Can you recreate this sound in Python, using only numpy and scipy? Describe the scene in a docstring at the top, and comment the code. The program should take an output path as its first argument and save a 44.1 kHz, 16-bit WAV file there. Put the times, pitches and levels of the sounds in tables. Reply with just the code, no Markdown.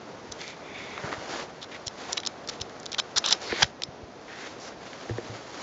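"""The pages of a paperback flick past a thumb, then the cover falls shut on the book, which lies on a
wooden table. Stick-slip friction makes the page edges snap and drag and the sliding sheets hiss. Turning
pages displace puffs of air, the closing cover squeezes air from a resonant gap, and the hand's knocks
excite the table's modes. It is all heard over a dull background rush, through a recording chain with
three narrow notches and a treble cut near 8 kHz."""
import sys
import numpy as np
from scipy import signal
from scipy.fft import rfft, irfft
from scipy.io import wavfile
from scipy.ndimage import uniform_filter1d

SR = 44100
rng = np.random.default_rng(int(sys.argv[2]) if len(sys.argv) > 2 else 0)


def wav_out(sig):
    """Save sig, one row per channel (or a flat mono array), as 16-bit PCM at SR to the path in sys.argv[1]."""
    wavfile.write(sys.argv[1], SR, np.round(np.clip(np.atleast_2d(sig).T, -1, 1) * 32767).astype(np.int16))


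N = 248150
COVER_S = 3.621   # the gap under the cover starts to close


def from_db(db):
    """Decibel scale: 20 dB is a factor of ten in amplitude."""
    return 10 ** (np.asarray(db) / 20)


def rms_one(x):
    """Power normalisation: scales a signal to rms 1."""
    return x / np.sqrt(np.mean(x ** 2) + 1e-20)


def drift(points_per_s):
    """Random modulation: standard normal values joined by straight lines."""
    points = rng.standard_normal(N // 100)
    return np.interp(np.arange(N) * points_per_s / SR, np.arange(len(points)), points)


def coloured(x, spectrum):
    """Spectral shaping by (frequency [Hz], level [dB]) points on a log axis; rms 1."""
    hz, level_db = np.transpose(spectrum)
    bin_hz = np.maximum(np.arange(N // 2 + 1) * SR / N, 1)
    gain = from_db(np.interp(np.log(bin_hz), np.log(hz), level_db))
    return rms_one(irfft(rfft(x) * gain, N))


def resonance(x, hz, width_hz):
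    """Forced response of a damped resonator: a two-pole band with peak gain 1."""
    r = np.exp(-np.pi * width_hz / SR)
    gain = (1 - r * r) / 2
    return signal.lfilter([gain, 0, -gain], [1, -2 * r * np.cos(2 * np.pi * hz / SR), r * r], x)


def steep_band(x, hz, width_hz):
    """Two equal resonators in cascade: a narrower band with steeper skirts."""
    return resonance(resonance(x, hz, width_hz), hz, width_hz)


def ring(clicks, hz, t60):
    """Free vibration of one mode: a unit click starts a unit sine that falls 60 dB in t60 seconds."""
    r, w = 10 ** (-3 / (t60 * SR)), 2 * np.pi * hz / SR
    return signal.lfilter([0, np.sin(w)], [1, -2 * r * np.cos(w), r * r], clicks + 1e-18)


def fibre_slips(per_s, spread_db):
    """Stick-slip of paper fibres as a Poisson train of clicks of uneven size; rms 1."""
    sizes = from_db(spread_db * np.minimum(rng.exponential(1, N), 4)) * rng.choice([-1, 1], N)
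    return rms_one(sizes * (rng.random(N) < per_s / SR))


def paper_voice(slips, hz, breadth, pile_db):
    """Source and filter: slips drive a broad band of the sheet and a dull one of the pile under it."""
    sheet = steep_band(slips, hz, width_hz=breadth * hz)
    pile = steep_band(slips, hz=860, width_hz=1500)
    return sheet + from_db(pile_db) * pile


def table_reflection(x):
    """Interference with one close echo from the table top comb-filters the sound."""
    delay_s, echo_gain = 0.00055, 0.27
    lag = round(delay_s * SR)
    return x + echo_gain * np.append(np.zeros(lag), x[:-lag])


def background_rush():
    """Coloured Gaussian noise: a dull rush whose level wavers slightly."""
    # spectrum of the rush: (frequency [Hz], relative level [dB])
    spectrum = [(18, -47.5), (30, -15.5), (141, -1.5), (437, 1), (744, -1.5), (1030, -7.5), (2780, -18),
                (6230, -21), (7500, -34.5), (9750, -54.5), (16500, -120)]
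    return from_db(-45.5 + drift(7.3)) * coloured(rng.standard_normal(N), spectrum)


def table_knocks():
    """Modal vibration: soft blows of the hand ring the top's low mode and its short-lived upper ones."""
    # blows: (time [s], low mode level [dB], upper modes level [dB])
    blows = [(3.526, -67.5, -28.5), (5.095, -53, -33.5), (5.107, -23, -40), (5.183, -55, -32.5),
             (5.296, -32.5, -48)]
    # the top's low mode: (frequency [Hz], t60 [s])
    low_mode = (113, 0.26)
    # its upper modes: (frequency [Hz], gain [dB], t60 [s])
    upper_modes = [(225, 0.5, 0.048), (344.5, 5, 0.068), (470, 8, 0.051), (757, 2.5, 0.023),
                   (1800, 6.5, 0.012)]
    times, low_db, upper_db = np.transpose(blows)
    at, clicks = np.round(times * SR).astype(int), np.zeros((2, N))
    clicks[0, at], clicks[1, at] = from_db(low_db), from_db(upper_db)
    thud = ring(clicks[0], *low_mode)
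    rap = sum((-1) ** k * from_db(db) * ring(clicks[1], hz, t60)
              for k, (hz, db, t60) in enumerate(upper_modes))
    return uniform_filter1d(thud, size=100) + uniform_filter1d(rap, size=8)   # soft contact dulls both


def air_puffs():
    """Air displacement: each puff or soft push is 1.8 cycles of low pressure swing under a smooth hump."""
    # pressure pulses: (time [s], level [dB], frequency [Hz])
    pulses = [(.293, -40, 89), (1.039, -27.5, 135), (1.174, -34, 115), (1.865, -34, 106), (2.605, -33, 89),
              (3.156, -39, 81), (3.509, -36, 84), (3.628, -23.5, 129), (3.643, -32, 97),
              (3.882, -34.5, 130), (4.025, -35, 81.5)]
    out = np.zeros(N)
    for start, level_db, hz in pulses:
        cycles = np.arange(round(1.8 * SR / hz)) * hz / SR
        hump = np.sin(np.pi * cycles / cycles[-1]) ** 2
        at = round(start * SR) + np.arange(len(cycles))
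        out[at] += from_db(level_db) * hump * np.sin(2 * np.pi * cycles)
    return out


def hollow_rub():
    """Cavity resonance: the air pocket between the curved pages colours the noise of rubbing."""
    # course of the rubbing: (time [s], level [dB])
    course = [(.4, -45), (.53, -47), (.58, -74), (.65, -49.5), (.73, -48.5), (.76, -41.5), (.88, -45.5),
              (.99, -45.5)]
    # modes of the pocket: (frequency [Hz], width [Hz], gain [dB])
    modes = [(2170, 600, 1), (3470, 420, -4)]
    friction = fibre_slips(per_s=7300, spread_db=0.5)
    voiced = sum(from_db(db) * steep_band(friction, hz, width_hz) for hz, width_hz, db in modes)
    fade_in, fade_out = (course[0][0] - .02, -90), (course[-1][0] + .02, -90)
    times, level_db = np.transpose([fade_in, *course, fade_out])
    return from_db(np.interp(np.arange(N) / SR, times, level_db)) * rms_one(voiced)


def closing_cover():
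    """Flow excitation: air squeezed from the gap swells in its resonances until the cover lands."""
    # modes of the gap: (frequency [Hz], width [Hz], rms level while closing [dB])
    modes = [(943, 110, -27.5), (1770, 540, -17), (3200, 270, -19), (4630, 170, -22.5)]
    closing_s = .011
    progress = (np.arange(N) / SR - COVER_S) / closing_s
    closing = (progress > 0) & (progress < 1)
    flow = rng.standard_normal(N) * closing * (1 + progress)
    bands = [(resonance(flow, hz, width_hz), db) for hz, width_hz, db in modes]
    return sum(from_db(db) * band / band[closing].std() for band, db in bands)


def sheaf_swish():
    """Friction noise in a gliding band, which sinks as the last sheaf flattens ahead of the cover."""
    start_s, length_s, from_hz, to_hz = 3.42, 0.23, 4800, 3300
    out, window = np.zeros(N), np.hanning(512)
    slips = fibre_slips(per_s=15000, spread_db=2.5)
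    for progress in np.linspace(0, 1, 33):   # overlapping slices
        at = round((start_s + progress * length_s) * SR) + np.arange(len(window))
        hz = from_hz * (to_hz / from_hz) ** progress
        hump = np.sqrt(np.sin(np.pi * progress) + 1e-9)
        out[at] += hump * window * rms_one(steep_band(slips[at], hz, width_hz=0.32 * hz))
    return from_db(-39) * out


def stroke_gains():
    """Incoherent sources add in power: gains of hiss and body from the strokes and the pages' creep."""
    # sheet over sheet: (time at full strength [s], swell [s], hold [s], hiss [dB], body [dB])
    strokes = [(0.416, 0.066, 0.092, -42, -75), (0.767, 0.086, 0.24, -48, -60),
               (1.11, 0.3, 0.037, -43, -37), (1.343, 0.2, 0.069, -36, -35),
               (1.734, 0.055, 0.032, -46.5, -46.5), (2.008, 0.088, 0.13, -42, -42.5),
               (2.524, .06, 0.015, -45, -45.5), (3.337, 0.16, 0.011, -39.5, -39.5),
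               (3.418, 0.037, 0.092, -39, -43), (3.608, 0.055, 0.0032, -29, -35),
               (4.406, 0.19, 0.098, -43, -50.5), (4.658, 0.17, 0.031, -46, -46.5),
               (4.864, 0.11, 0.52, -46.5, -47), (5.62, 0.26, .01, -39, -40)]
    swell_db, release_db_per_s = 14, 302
    creep_hiss_db, creep_body_db, shut_drop_db = -53.5, -48.5, 7.5
    t = np.arange(N) / SR
    power = from_db(np.array([[creep_hiss_db], [creep_body_db]]) - shut_drop_db * (t > COVER_S)) ** 2
    for full, swell, hold, hiss_db, body_db in strokes:
        rise_db = swell_db * np.minimum(t - full, 0) / swell
        fall_db = release_db_per_s * np.maximum(t - full - hold, 0)
        envelope = from_db(np.maximum(rise_db - fall_db, -99))
        power += (from_db([[hiss_db], [body_db]]) * envelope) ** 2
    return np.sqrt(power)


def sliding_sheets():
    """Sliding friction: dense slips give a low body and a bright surface hiss that share one flutter."""
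    # spectra of the sheet's body and surface: (frequency [Hz], relative level [dB])
    body_spectrum = [(150, -11.5), (300, -1), (700, 0), (1400, -5.5), (2200, -11), (4000, -43.5)]
    hiss_spectrum = [(600, -18), (1500, -3), (2500, -4), (4000, -3), (6500, -6.5), (8000, -8.5)]
    hiss_gain, body_gain = stroke_gains()
    flutter_db = 1.2 * drift(40) + 1.2 * drift(150)
    body = coloured(fibre_slips(per_s=9000, spread_db=4.5), body_spectrum)
    hiss = coloured(fibre_slips(per_s=20000, spread_db=4.5), hiss_spectrum)
    return from_db(flutter_db) * (body_gain * body + hiss_gain * hiss)


def sheaf_crackle():
    """Acoustic emission: the sheaf bent under the thumb gives off sparse, faint ticks."""
    start_s, length_s = 2.5, .35
    t = np.arange(N) / SR - start_s
    ticks = fibre_slips(per_s=33, spread_db=3.0) * (t > 0) * (t < length_s)
    return from_db(-72) * rms_one(paper_voice(ticks, hz=3780, breadth=1.1, pile_db=-11))


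def edge_drags():
    """Sustained stick-slip: page edges dragged under the thumb give a stream of slips."""
    # drags: (time [s], length [s], level [dB], band centre [Hz])
    drags = [(0.985, 0.12, -47.5, 1490), (1.114, 0.033, -43, 1680), (1.614, 0.032, -42.5, 3330),
             (1.714, 0.052, -43, 1960), (2.486, 0.013, -32, 4070), (2.939, 0.0068, -33.5, 2960),
             (2.981, 0.019, -26.5, 3200), (3.16, 0.018, -23, 4000), (3.178, 0.011, -29, 4570),
             (3.24, 0.027, -27.5, 2800), (3.271, 0.028, -28.5, 3400), (3.309, 0.024, -24, 3470),
             (3.492, 0.13, -37, 1800), (3.624, 0.014, -34, 3470), (4.281, 0.2, -46.5, 1570),
             (4.598, 0.092, -47, 4900)]
    attack_s, decay_s = 0.0015, 0.0023
    out = np.zeros(N)
    slips = fibre_slips(per_s=9900, spread_db=4.0) * from_db(0.87 * drift(250))
    for start, length, level_db, hz in drags:
        at = round(start * SR) + np.arange(round((length + .01) * SR))
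        t = (at - at[0]) / SR
        envelope = np.minimum(t / attack_s, 1) * np.exp(-np.maximum(t - length, 0) / decay_s)
        scrape = rms_one(paper_voice(slips[at], hz, breadth=0.77, pile_db=-3))
        out[at] += from_db(level_db) * envelope * scrape
    return out


def edge_snaps():
    """Elastic release: slips build up to one sharp impulse as a page edge lets go, then die away."""
    # releases: (time [s], level [dB], band centre [Hz], rise time constant [ms])
    releases = [(0.3225, -26.5, 4400, 2.1), (0.415, -33.5, 3100, 0.65), (0.4791, -32, 4400, 0.35),
                (0.9785, -28, 1140, 0.9), (1.128, -27, 1390, 0.59), (1.629, -33.5, 3050, 1.1),
                (1.872, -27, 4600, 3.7), (1.8805, -24.5, 3070, 1.1), (2.1253, -28.5, 5480, 2),
                (2.1301, -18, 4250, 0.67), (2.1727, -30, 3720, 0.7), (2.1798, -22, 2470, 4.3),
                (2.2019, -33, 3190, 0.8), (2.235, -35, 1980, 1.2), (2.252, -32, 2850, 0.7),
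                (2.2643, -22, 4060, 1.1), (2.2728, -17.5, 4430, 1.7), (2.4755, -31.5, 4520, 0.83),
                (2.496, -26, 3470, 4.3), (2.6022, -37.5, 2500, 1.1), (2.617, -23.5, 3840, 3.2),
                (2.8000, -36.5, 6000, 0.6), (2.8317, -40, 4500, 0.72), (2.8579, -32, 4800, 0.45),
                (2.8634, -26, 4300, 0.79), (2.9186, -32, 3720, 0.6), (2.922, -28.5, 3950, 0.9),
                (2.9302, -28.5, 3200, 0.6), (2.9459, -26, 2340, 0.7), (2.987, -29, 3080, 0.6),
                (2.995, -26, 3830, 0.6), (2.9991, -17, 3000, 0.85), (3.1772, -22, 5100, 0.8),
                (3.18, -20, 5100, 0.71), (3.1831, -17, 4740, 1.7), (3.2617, -18.5, 4230, 1.1),
                (3.2875, -22, 3840, 1.2), (3.31, -20.5, 3470, 2.1), (3.3268, -10.5, 3340, 1.5),
                (3.4175, -37, 4500, 0.5), (3.523, -25, 1100, 0.6), (3.63, -17, 3800, 2.6),
                (3.6445, -30.5, 1500, 1.1), (3.8207, -25.5, 2550, 0.31), (3.8353, -20.5, 3400, 0.14),
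                (4.6796, -38, 1250, 1.5), (4.932, -37.5, 1480, 0.74)]
    decay_ms = 1.05
    out, offsets = np.zeros(N), np.arange(-660, 1100)   # samples around the release
    ms = offsets * 1000 / SR
    slips = fibre_slips(per_s=9000, spread_db=3.0)
    for time, level_db, hz, rise_ms in releases:
        at = round(time * SR) + offsets
        envelope = np.exp(-np.abs(ms) / np.where(ms < 0, rise_ms, decay_ms))
        impulse = 1.72 * (ms == 0)
        snap = paper_voice(slips[at] * envelope + impulse, hz, breadth=1.35, pile_db=-8.5)
        loudest_rms = np.sqrt(uniform_filter1d(snap ** 2, size=30).max())
        out[at] += from_db(level_db) * np.sqrt(2) * snap / loudest_rms
    return out


def scene():
    """Superposition: paper, air and table sound over the rush in one channel."""
    rush = background_rush()
    flicks = table_reflection(edge_snaps() + edge_drags() + sheaf_crackle())
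    paper = flicks + sliding_sheets() + hollow_rub() + closing_cover() + sheaf_swish()
    return (paper + air_puffs() + table_knocks() + rush)[None]


def record(dry):
    """Linear filtering: three narrow ringing notches and a treble cut near 8 kHz, faint fizz above it."""
    notches_hz, edge_hz, cutoff_hz = (3938, 5219, 5905), 7870, 9250
    for hz in notches_hz:
        dry = dry - resonance(dry, hz, width_hz=45)
    dry = dry - resonance(dry, edge_hz - 50, width_hz=500)   # a wider dip at the band edge
    bass_loss = signal.butter(2, 50, "high", fs=SR, output="sos")
    band_edge = signal.cheby2(6, 20, edge_hz, fs=SR, output="sos")   # lets faint fizz through above it
    final_cut = signal.cheby2(12, 45, cutoff_hz, fs=SR, output="sos")
    return signal.sosfilt(np.vstack([bass_loss, band_edge, final_cut]), dry)


dry = scene()
out = record(dry)
wav_out(out)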